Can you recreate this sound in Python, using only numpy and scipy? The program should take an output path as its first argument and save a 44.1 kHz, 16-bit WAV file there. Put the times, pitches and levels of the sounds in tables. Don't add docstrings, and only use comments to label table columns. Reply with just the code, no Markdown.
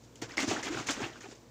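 import sys
import numpy as np
from scipy import signal
from scipy.fft import rfft, irfft, next_fast_len
from scipy.io import wavfile

SR = 44100
rng = np.random.default_rng(int(sys.argv[2]) if len(sys.argv) > 2 else 0)


def pcm_store(signal):
    levels = np.round(np.clip(np.atleast_2d(signal), -1, 1) * 32767)
    wavfile.write(sys.argv[1], SR, levels.astype(np.int16).T)


def voltage_ratio(decibels):
    exponent = np.asarray(decibels, float) / 20
    return 10 ** exponent


N = 66150

# f/Hz, level/dB
AIR_COLOUR = [(35, -55), (110, 3.5), (165, -9.5), (250, -2.5), (500, -7.5), (1100, -16.5), (2800, -23.5),
              (6500, -22)]
# f/Hz, level/dB
FRIDGE_HUM = [(58.5, -68.5), (117, -65.5), (236, -69.5), (465, -70.5)]
# t/s, rise/s, hold/s, spray level/dB, gurgle level/dB
SLOSHES = [(0.028, 0.0076, 0.012, -62, -95), (0.156, 0.0017, .004, -58, -84), (0.17, .005, 0.011, -63, -77),
           (0.214, 0.0097, 0.0066, -41, -41), (0.273, 0.031, 0.04, -54.5, -50.5),
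           (0.368, 0.0056, 0.018, -37.5, -36), (0.394, 0.0066, 0.037, -36.5, -39.5),
           (0.462, 0.031, 0.012, -33.5, -40), (0.502, 0.013, 0.027, -39.5, -36),
           (0.546, 0.0085, 0.048, -47, -41.5), (0.6273, 0.001, 0.032, -39, -41.5),
           (0.658, 0.011, 0.016, -46, -40), (0.695, 0.034, 0.073, -44.5, -41),
           (0.782, 0.012, 0.026, -46.5, -48.5), (0.819, 0.009, 0.045, -52.5, -51),
           (0.864, 0.0076, 0.0055, -37.5, -44), (0.88, 0.0074, 0.014, -34.5, -37),
           (0.902, 0.0059, 0.0045, -31, -41), (0.928, 0.027, 0.061, -47, -44),
           (1, 0.019, 0.027, -47.5, -40), (1.036, 0.0069, 0.039, -51, -46.5),
           (1.089, 0.0084, 0.036, -58.5, -55), (1.137, 0.014, 0.034, -59, -56.5),
           (1.204, 0.0025, 0.02, -53, -55), (1.23, 0.0051, 0.023, -57, -50.5),
           (1.268, .01, .02, -57.5, -72), (1.297, 0.013, 0.014, -52, -57.5),
           (1.349, 0.0036, 0.022, -60, -85)]
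# f/Hz, level per Hz/dB
SPRAY_COLOUR = [(1200, -6), (2200, -1), (4000, -1.5), (6500, 2.5), (8000, -2.5), (10000, -0.5),
                (13500, -17), (16000, -10.5)]
# f/Hz, level per Hz/dB
GURGLE_COLOUR = [(150, -9), (300, 2.5), (550, -4), (800, -4), (1500, -3), (2200, -4.5), (3500, -10),
                 (5000, -22)]
# t/s, peak level/dB, low share/dB
TICKS = [(0.0344, -76, 7.5), (0.0464, -77, 5), (0.0564, -78, 22), (0.156, -45, 5), (0.179, -60, 9),
         (0.219, -37, 16), (0.293, -49, 18), (0.3738, -34, 7), (0.404, -28, 14.5), (0.4305, -34, -4),
         (0.4783, -35, 8), (0.6164, -49, 6), (0.6323, -45, 12), (0.686, -42, 12), (0.7264, -51, 14),
         (0.8264, -58.5, 10), (0.8708, -31, -7), (0.9108, -27.5, 10), (0.942, -40, 5), (1.0394, -53, -1),
         (1.1794, -54, -4), (1.208, -68, 30), (1.229, -45, 4), (1.3294, -55, 0)]
POP_TIMES = [.157, .157, .321, .352, .38, .39, .397, .511, .512, .563, .746, .773, .888, .892, .897, .909,
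             1.028, 1.158, 1.243, 1.252, 1.259, 1.325, .371, .632, .568, 1.165, 1.21, 1.208, 1.24, .226,
             .234, 1.312, 1.257, 1.356, .519, .527, .535, .899, .889, .297, .338, .489]
# f/Hz, level/dB, length/cycles
POPS = [(3120, -40.5, 26), (7100, -33.5, 17), (4960, -31, 35), (4000, -44, 34), (2050, -10.5, 21),
        (2040, -14, 15.5), (1960, -18, 14), (709, -18.5, 19), (1220, -35, 20), (1320, -22.5, 22),
        (1466, -28.5, 42), (1420, -24.5, 22), (2170, -17.5, 22), (1590, -12.5, 11.6), (3180, -18, 25),
        (7140, -18, 28), (800, -29, 29), (1430, -37, 22.3), (2390, -40, 36), (1550, -45, 25),
        (748, -40, 32), (458, -54, 14), (5080, -26, 51), (1970, -22.5, 19), (1760, -24.5, 26),
        (1510, -37, 23), (1800, -37.5, 23), (6460, -42, 53), (1400, -41, 25), (870, -33, 11),
        (1260, -48, 11), (524, -41, 18), (2580, -48, 25), (6360, -44.5, 59), (703, -31.5, 13),
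        (850, -26, 11), (705, -28, 14), (1270, -26.5, 21), (660, -27, 12), (1760, -38, 27), (1490, -34, 20),
        (6100, -25, 45)]
# t/s, peak level/dB, f/Hz
THUDS = [(.225, -30, 319), (.376, -36, 333), (.384, -35, 287), (0.404, -33.5, 275), (0.434, -28.5, 286),
         (.445, -26.5, 296), (.481, -25.5, 281), (0.493, -31.5, 360), (0.511, -31, 417), (0.522, -26, 306),
         (0.534, -29, 244), (0.564, -34.5, 332), (.579, -35, 274), (0.653, -38, 320), (0.669, -38, 306),
         (0.687, -45, 310), (0.696, -41, 327), (.726, -35, 296), (0.733, -33.5, 340), (0.749, -35, 400),
         (.772, -35, 326), (0.781, -35, 287), (0.811, -35.5, 315), (.915, -49, 290), (0.977, -34.5, 260),
         (1.006, -30, 390), (1.02, -29.5, 266), (1.041, -34.5, 345), (1.064, -36, 324), (1.101, -41.5, 370),
         (1.147, -50, 318), (1.177, -47.5, 280), (1.19, -46.5, 252), (1.244, -41.5, 373),
         (1.261, -41.5, 388), (1.289, -41, 290), (1.327, -43.5, 413), (1.375, -52.5, 460),
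         (1.413, -57, 255), (.288, -46, 323), (0.32, -49, 291), (0.473, -34, 328), (.612, -42, 283)]
# t/s, peak level/dB, f/Hz
RINGS = [
    (0.71, -29.5, 310),
    (.9026, -30.5, 278),
    (.238, -44, 455),
]
# t/s, peak level/dB, f/Hz
PUSHES = [
    (.238, -45, 116),
    (.425, -46.5, 125),
    (.488, -36, 102),
    (.76, -41, 125),
    (.8, -40, 133),
    (1.035, -41, 120),
]
# f/Hz, level/dB
MICROPHONE = [(20, -5), (55, 0.02), (7300, -0.16), (8300, -9), (10500, -23.5), (13700, -29), (14700, -7.5),
              (15600, -18)]

AIR_DB = -57
SPRAY_FALL_DB_S, GURGLE_FALL_DB_S = 468, 457
DROPS_PER_S, DROP_SHARE = 7600, 0.65
SLAPS_PER_S, SLAP_SHARE = 900, 0.64
BUBBLES_PER_S, BUBBLE_CYCLES, BUBBLE_DB = 1500, 7.2, -5
TICK_DB, TICK_LOW_DB, TICK_T60_S = 9.5, -9.5, 0.02
POP_RISE = 0.065
THUD_RISE_S, THUD_FALL_S, THUD_DB = 0.0021, 0.0041, -1
OVERTONE, OVERTONE_DB = 2.27, -11.5
RING_RISE_S, RING_FALL_S = 0.0058, 0.0064
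PUSH_RISE_S, PUSH_FALL_S = 0.004, 0.012
KITCHEN_T60_S, WALL_CUT_HZ, KITCHEN_DB = 0.28, 3600, -19
SELF_NOISE_DB, CUTOFF_HZ = -78.5, 15620


def rms_one(x):
    return x / np.sqrt(np.mean(x ** 2) + 1e-20)


def at_hz(points, hz):
    table = np.array(points)
    return np.interp(np.log(hz), np.log(table[:, 0]), table[:, 1], left=-45)


def drift(rate):
    r = np.exp(-80 * np.pi * rate / SR)
    noise = rng.standard_normal(N // 40 + 2002)
    slow = signal.lfilter([1], [1, -2 * r, r * r], noise)[2000:]
    return np.interp(np.arange(N) / 40, np.arange(len(slow)), rms_one(slow))


def coloured(sources, spectrum, patchy_db, rate):
    out = 0
    edges = 28 * 2 ** (np.arange(29) / 3)
    for k, (low, high) in enumerate(zip(edges, edges[1:])):
        bank = signal.butter(2, [low, high], "band", fs=SR, output="sos")
        band = signal.sosfilt(bank, sources[k % 2])
        level_db = at_hz(spectrum, np.sqrt(low * high)) + patchy_db * drift(rate)
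        out = out + band * voltage_ratio(level_db)
    return rms_one(out)


def room_tone():
    t = np.arange(N) / SR
    hum = 0
    for hz, db in FRIDGE_HUM:
        waver = voltage_ratio(db + 3.5 + 2 * drift(24))
        hum = hum + waver * np.sin(2 * np.pi * hz * t + rng.uniform(0, 6.04))
    air = coloured(rng.standard_normal((2, N)), AIR_COLOUR, patchy_db=-0.5, rate=6.5)
    return hum + voltage_ratio(AIR_DB) * air


def slosh_envelope(fall_db_s, axis):
    t, power = np.arange(N) / SR, 0
    for row in SLOSHES:
        s, rise, hold = row[:3]
        swell = np.clip((t - s) / max(rise, 1e-3), 0, 1)
        drained_s = np.maximum(t - s - rise - hold, 0)
        power = power + (swell * voltage_ratio(row[axis] - fall_db_s * drained_s)) ** 2
    return np.sqrt(power)


def grains(rate, spread_db):
    sizes = voltage_ratio(spread_db * np.minimum(rng.exponential(1, N), 4)) * rng.choice([-1, 1], N)
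    return sizes * (rng.random(N) < rate / SR)


def grainy_noise(rate, spread_db, share):
    smooth = np.sqrt(1 - share ** 2) * rng.standard_normal(N)
    return share * rms_one(grains(rate, spread_db)) + smooth


def spray():
    drops = [grainy_noise(DROPS_PER_S, 6.7, DROP_SHARE) for _ in range(2)]
    crackle = coloured(drops, SPRAY_COLOUR, patchy_db=1.5, rate=49)
    return slosh_envelope(SPRAY_FALL_DB_S, axis=3) * crackle


def ring(clicks, hz, t60):
    r, w = voltage_ratio(-60 / (t60 * SR)), 2 * np.pi * hz / SR
    return signal.lfilter([0, np.sin(w)], [1, -2 * r * np.cos(w), r * r], clicks + 1e-18)


def gurgle():
    born = grains(BUBBLES_PER_S, 1.45)
    dealt = rng.integers(0, 24, N)
    crowd = 0
    for k, hz in enumerate(np.geomspace(500, 4000, 24)):
        bubbles = ring(born * (dealt == k), hz, BUBBLE_CYCLES / hz)
        crowd = crowd + voltage_ratio(at_hz(GURGLE_COLOUR, hz)) * hz * bubbles
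    crowd = rms_one(signal.lfilter([0.3], [1, -0.7], crowd))
    slaps = [grainy_noise(SLAPS_PER_S, 1.34, SLAP_SHARE) for _ in range(2)]
    rush = coloured(slaps, GURGLE_COLOUR, patchy_db=3.5, rate=35.6)
    return slosh_envelope(GURGLE_FALL_DB_S, axis=4) * (rush + voltage_ratio(BUBBLE_DB) * crowd)


def ticks():
    t = np.arange(SR // 20) / SR
    fade = voltage_ratio(-60 * t / TICK_T60_S)
    bright, dull = np.zeros((2, N + SR))
    for s, db, low_db in TICKS:
        burst = rng.standard_normal(len(t)) * fade
        spot = slice(int(s * SR), int(s * SR) + len(t))
        bright[spot] += voltage_ratio(db + TICK_DB) * burst
        dull[spot] += voltage_ratio(db + low_db + TICK_LOW_DB) * burst
    high = signal.butter(2, [8000, 13000], "band", fs=SR, output="sos")
    low = signal.butter(2, [2500, 8000], "band", fs=SR, output="sos")
    return (signal.sosfilt(high, bright) + signal.sosfilt(low, dull))[:N]


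def pops():
    out, t = np.zeros(N + SR), np.arange(SR // 10) / SR
    for s, (hz, db, cycles) in zip(POP_TIMES, POPS):
        c = hz * t
        bend = 1 + POP_RISE * np.minimum(c / cycles, 1)
        tone = np.sin(2 * np.pi * c * bend) * (1 - np.exp(-c / 1.5))
        out[int(s * SR):int(s * SR) + len(t)] += voltage_ratio(db - 60 * c / cycles) * tone
    return out[:N]


def lumps(rows, rise_s, fall_s):
    t, out = np.arange(N) / SR, 0
    for s, db, hz in rows:
        turn = rng.uniform(0, 2 * np.pi)
        swell = np.exp(-((t - s) / np.where(t < s, rise_s, fall_s)) ** 2 / 2)
        out = out + voltage_ratio(db) * swell * np.cos(2 * np.pi * hz * (t - s) + turn)
    return out


def thuds():
    upper = [(s, db + OVERTONE_DB, hz * OVERTONE) for s, db, hz in THUDS]
    walls = lumps(THUDS, THUD_RISE_S, THUD_FALL_S) + lumps(upper, THUD_RISE_S / 2, THUD_FALL_S)
    rings = lumps(RINGS, RING_RISE_S, RING_FALL_S)
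    pushes = lumps(PUSHES, PUSH_RISE_S, PUSH_FALL_S)
    return voltage_ratio(THUD_DB) * walls + rings + pushes


def kitchen(x):
    out, dull = np.zeros(N), np.exp(-2 * np.pi * WALL_CUT_HZ / SR)
    for k, lag in enumerate((rng.uniform(0.009, 0.03, 8) * SR).astype(int)):
        loop, state = x.copy(), [0.0]
        gain = voltage_ratio(-60 * lag / SR / KITCHEN_T60_S)
        for i in range(lag, N, lag):
            back, state = signal.lfilter([gain * (1 - dull)], [1, -dull], loop[i - lag:i], zi=state)
            loop[i:i + lag] += back[:N - i]
        out += (loop - x) * (-1) ** k
    return out


def scene():
    carton = spray() + gurgle() + thuds() + pops() + ticks()
    return (carton + voltage_ratio(KITCHEN_DB) * kitchen(carton) + room_tone())[None]


def low_pass(x):
    return signal.sosfilt(signal.butter(12, 16160, fs=SR, output="sos"), x)


def record(dry):
    size = next_fast_len(N + 4096)
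    hz = np.arange(size // 2 + 1) * SR / size + 1
    self_noise = voltage_ratio(SELF_NOISE_DB) * rfft(rng.standard_normal(N), size)
    picked = rfft(dry, size) * voltage_ratio(at_hz(MICROPHONE, hz)) + self_noise
    mix = irfft(picked * (hz < CUTOFF_HZ), size)[:, :N]
    return low_pass(mix)


dry = scene()
out = record(dry)
pcm_store(out)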